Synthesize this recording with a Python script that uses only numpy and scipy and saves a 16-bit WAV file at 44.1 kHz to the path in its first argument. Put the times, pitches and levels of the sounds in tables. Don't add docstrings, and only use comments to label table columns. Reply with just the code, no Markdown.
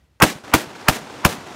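import sys
import numpy as np
from scipy import signal
from scipy.fft import rfft, irfft
from scipy.io import wavfile
from scipy.ndimage import uniform_filter1d

SR = 44100
rng = np.random.default_rng(int(sys.argv[2]) if len(sys.argv) > 2 else 0)


def ratio(d):
    e = np.asarray(d, float) / 20
    return 10 ** e


def dump(signal):
    limited = np.clip(np.atleast_2d(signal).T, -1, 1)
    pcm = np.round(limited * 32767).astype(np.int16)
    wavfile.write(sys.argv[1], SR, pcm)


N = 68355

# hz, wander_hz, level_db
CRACK_MODES = [
    (1081.6, 253.4, 1.5),
    (1604.8, 303.4, -1.5),
    (2450, 500, 0.5),
]
# delay_s, level_db
GROUND_BOUNCES = [
    (.0125, -19.5),
    (.0175, -30),
    (.026, -35.5),
]


def blast(mix, at_s, crack_db, crack_s, bounce_db, lead_db, rise_db_per_s, hiss_db):
    lead_s, hiss_s, attack_s = 0.02, 0.0027, 0.0003
    lead_hz, lead_width_hz, lead_top_hz, lead_top_db = 1000, 710, 2480, -21
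    t = np.arange(2000) / SR
    low, hiss, fizz, top = rng.standard_normal((4, len(t)))

    low = resonate(low, lead_hz, lead_width_hz)
    low = evened(resonate(low, lead_hz, 2 * lead_width_hz))
    for _ in range(3):
        top = resonate(top, lead_top_hz, 2 * lead_width_hz)
    edge = signal.butter(8, 3300, fs=SR, output="sos")
    lead = signal.sosfilt(edge, low + ratio(lead_top_db) * evened(top))
    swell_db = lead_db - rise_db_per_s * abs(t - lead_s) + 0.5 * lumps(len(t), 0.0012)
    before = lead * ratio(swell_db) * (t < lead_s)
    hissing = (t > lead_s - hiss_s) * (t < lead_s)
    before += ratio(hiss_db) * evened(uniform_filter1d(hiss, size=3)) * hissing

    since = np.maximum(t - lead_s, 0)
    progress = np.minimum(since / crack_s, 1)
    sag = 1 + 0.25 * (0.5 - progress)
    body = evened(sum(ratio(db) * wander(hz * sag, spread_hz) for hz, spread_hz, db in CRACK_MODES))
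    fall = ratio(crack_db - 14000 * np.maximum(since - crack_s, 0))
    crack = (body + ratio(-7.5) * fizz) * fall * np.minimum(since / attack_s, 1)
    add(mix, at_s - lead_s, before + crack)

    for delay_s, db in GROUND_BOUNCES:
        bounce = ratio(db + bounce_db) * crack * np.sin(np.pi * progress)
        add(mix, at_s - lead_s + delay_s, bounce)


def swing(mix, at_s, suction_db, suction_hz, suction_t60_s, upper_db, deep_db):
    suction = ring(suction_hz, suction_db, suction_t60_s)
    upper = ring(306, upper_db, 0.12)
    middle = ring(151, upper_db - 3, 0.066)
    deep = ring(60, deep_db, 0.027)
    add(mix, at_s, suction + upper + middle + deep)


# hz, density_db
NEAR_COLOUR = [(47, -40), (80, 2), (687, -1), (1990, -12.5), (2490, -13), (3540, -13.5), (13100, -22),
               (16000, -31)]
FIELD_COLOUR = [(24, -44.5), (40, -33), (176, -1.5), (1270, -8.5), (1680, -6.5), (4800, -14.5), (6020, -14),
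                (16000, -25.5)]
FADE_COLOUR = [(24, -34), (40, -52), (194, 7), (412, 2.5), (516, 2.5), (1480, -4.5), (8990, -18),
               (16000, -36)]
TREE_COLOUR = [(24, -45), (40, -45), (91, -5), (179, -6), (280, 0.5), (509, -5), (778, -2.5), (6810, -21),
               (15500, -40.5)]
# arrival_s (after crack), rise_s, hold_s, level_db, fall_db_per_s
SCATTER_ZONES = [
    (.0, 0.002, 0.0066, -14, 576),
    (0.027, 0.017, 0.02, -27.5, 334),
    (.055, 0.019, 0.013, -34, 148),
    (0.204, 0.0069, 0.063, -40.5, 5.5),
]
# delay_s, level_db, pitch_hz
SLAP_ECHOES = [
    (.1265, -29.5, 155),
    (.148, -55, 900),
    (.195, -42, 727),
    (.2105, -36.5, 1529),
    (.262, -34.5, 630),
]


def echoes(mix, at_s, near_db, far_db, wobble):
    t = np.arange(len(wobble)) / SR
    colours = (NEAR_COLOUR, FIELD_COLOUR, FADE_COLOUR, TREE_COLOUR)
    shot_levels_db = (near_db, far_db, far_db, far_db)
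    for zone, colour, shot_db in zip(SCATTER_ZONES, colours, shot_levels_db):
        arrival_s, rise_s, hold_s, db, fall_db_per_s = zone
        rise = np.clip((t - arrival_s) / rise_s, 0, 1)
        falling_s = np.maximum(t - arrival_s - rise_s - hold_s, 0)
        shape = rise * ratio(db - fall_db_per_s * falling_s)
        add(mix, at_s, ratio(shot_db + 1.5 * wobble) * shape * noise(colour, len(t)))
    for delay_s, db, hz in SLAP_ECHOES:
        add(mix, at_s + delay_s, ring(hz, db + far_db, 6.3 / hz + 0.014))


# start_s, level_db, pitch_hz, t60_s
ACTION_CLICKS = [
    (.2004, -14.5, 1690, 0.0027),
    (.2029, -18, 1520, .005),
    (.2036, -18, 6600, .003),
    (.0095, -58.5, 1930, 0.028),
    (.015, -61, 4500, .01),
    (.165, -64, 3500, .006),
    (0.5167, -25, 2230, 0.0045),
]
# start_s, level_db, pitch_hz, t60_s
BOLT_KNOCKS = [
    (0.2016, -14, 2580, .006),
    (0.202, -24, 580, .02),
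    (0.2113, -26, 1150, 0.024),
    (0.21, -13, 1540, 0.01),
    (.2168, -2, 1000, 0.013),
]


def action(mix):
    for start_s, db, hz, t60_s in ACTION_CLICKS:
        roughness = 1 + 0.22 * rng.standard_normal(6000)
        add(mix, start_s, ring(hz, db, t60_s) * roughness)
    for start_s, db, hz, t60_s in BOLT_KNOCKS:
        dulled = uniform_filter1d(ring(hz, db, t60_s), size=7)
        add(mix, start_s, uniform_filter1d(dulled, size=5))
    rattle_start_s, rattle_s, rattle_db = 0.2004, 0.021, -43
    rattle = uniform_filter1d(rng.standard_normal(2000), size=2)[:round(rattle_s * SR)]
    add(mix, rattle_start_s, ratio(rattle_db) * rattle)


# hz, density_db
BREEZE_COLOUR = [(15, -55), (25, -30), (43, -30), (64, -3.5), (108, -14.5), (451, -26.5), (659, -29.5),
                 (3720, -38), (16000, -52)]


def breeze():
    breeze_db, gust_db, gust_s = -60, -1, 0.03
    return ratio(breeze_db + gust_db * lumps(N, gust_s)) * noise(BREEZE_COLOUR, N)


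def evened(x):
    return x / np.sqrt(np.mean(x ** 2) + 1e-20)


def add(mix, start_s, sound):
    part = mix[round(start_s * SR):][:len(sound)]
    part += sound[:len(part)]


def noise(points, size):
    point_hz, point_db = np.transpose(points)
    hz = np.fft.rfftfreq(size, 1 / SR)
    gain = ratio(np.interp(np.log(hz + 1), np.log(point_hz + 1), point_db))
    return evened(irfft(rfft(rng.standard_normal(size)) * gain, size))


def resonate(x, hz, width_hz):
    turn = np.exp(2j * np.pi * np.cumsum(hz * np.ones(len(x))) / SR)
    r = np.exp(-np.pi * width_hz / SR)
    return 2 * (turn * signal.lfilter([1 - r], [1, -r], x / turn)).real


def ring(hz, db, t60_s):
    t = np.arange(6000) / SR
    return -ratio(db - 60 * t / t60_s) * np.sin(2 * np.pi * hz * t)


def lumps(size, width_s):
    width = max(round(width_s * SR), 2)
    smooth = uniform_filter1d(rng.standard_normal(size), width)
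    return evened(uniform_filter1d(smooth, width))


def wander(hz, spread_hz):
    drifting_hz = hz + spread_hz * lumps(len(hz), 0.0008)
    return np.sin(2 * np.pi * (np.cumsum(drifting_hz) / SR + rng.random()))


# start_s, crack_db, near_db, far_db
BLASTS = [
    (0.2208, 5, 6, 2),
    (0.5378, 4, 3, -2),
    (0.8839, 3.5, 0, -1),
    (1.2495, 3, 0, -1),
]
CRACK_LENGTHS = [.0078, .0049, .0046, .0044]
# suction_db, suction_hz, suction_t60_s, upper_db, deep_db
LOW_SWINGS = [(5, 184, 0.023, -7.5, -21), (0, 240, 0.021, -11.5, -18), (-1, 170, 0.019, -16.5, -12.5),
              (2, 196, 0.021, -17.5, -11)]
# lead_db, rise_db_per_s, hiss_db
LEAD_INS = [(-10.5, 1003, -33), (-16.5, 1300, -30), (-19, 1205, -28), (-23.5, 898, -26)]


def scene():
    mix = breeze()
    wobble = lumps(N, 0.0042)
    action(mix)
    for shot, crack_s, low, lead in zip(BLASTS, CRACK_LENGTHS, LOW_SWINGS, LEAD_INS):
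        at_s, crack_db, near_db, far_db = shot
        blast(mix, at_s, crack_db, crack_s, near_db, *lead)
        swing(mix, at_s + crack_s - 0.0005, *low)
        echoes(mix, at_s + crack_s, near_db, far_db, wobble)
    return mix[None]


def roll_off(x):
    return signal.sosfilt(signal.butter(12, 16990, fs=SR, output="sos"), x)


def record(dry):
    clip_db, knee = -4, 10.6
    x = signal.lfilter(*signal.butter(2, 42, "high", fs=SR), dry) / ratio(clip_db)
    x = ratio(clip_db) * x / (1 + abs(x) ** knee) ** (1 / knee)
    x = signal.lfilter(*signal.butter(1, 14, "high", fs=SR), x)
    band_limit = signal.firwin(255, 15750, window=("kaiser", 8), fs=SR)
    x = signal.oaconvolve(x, band_limit[None], "same")
    return roll_off(x)


dry = scene()
out = record(dry)
dump(out)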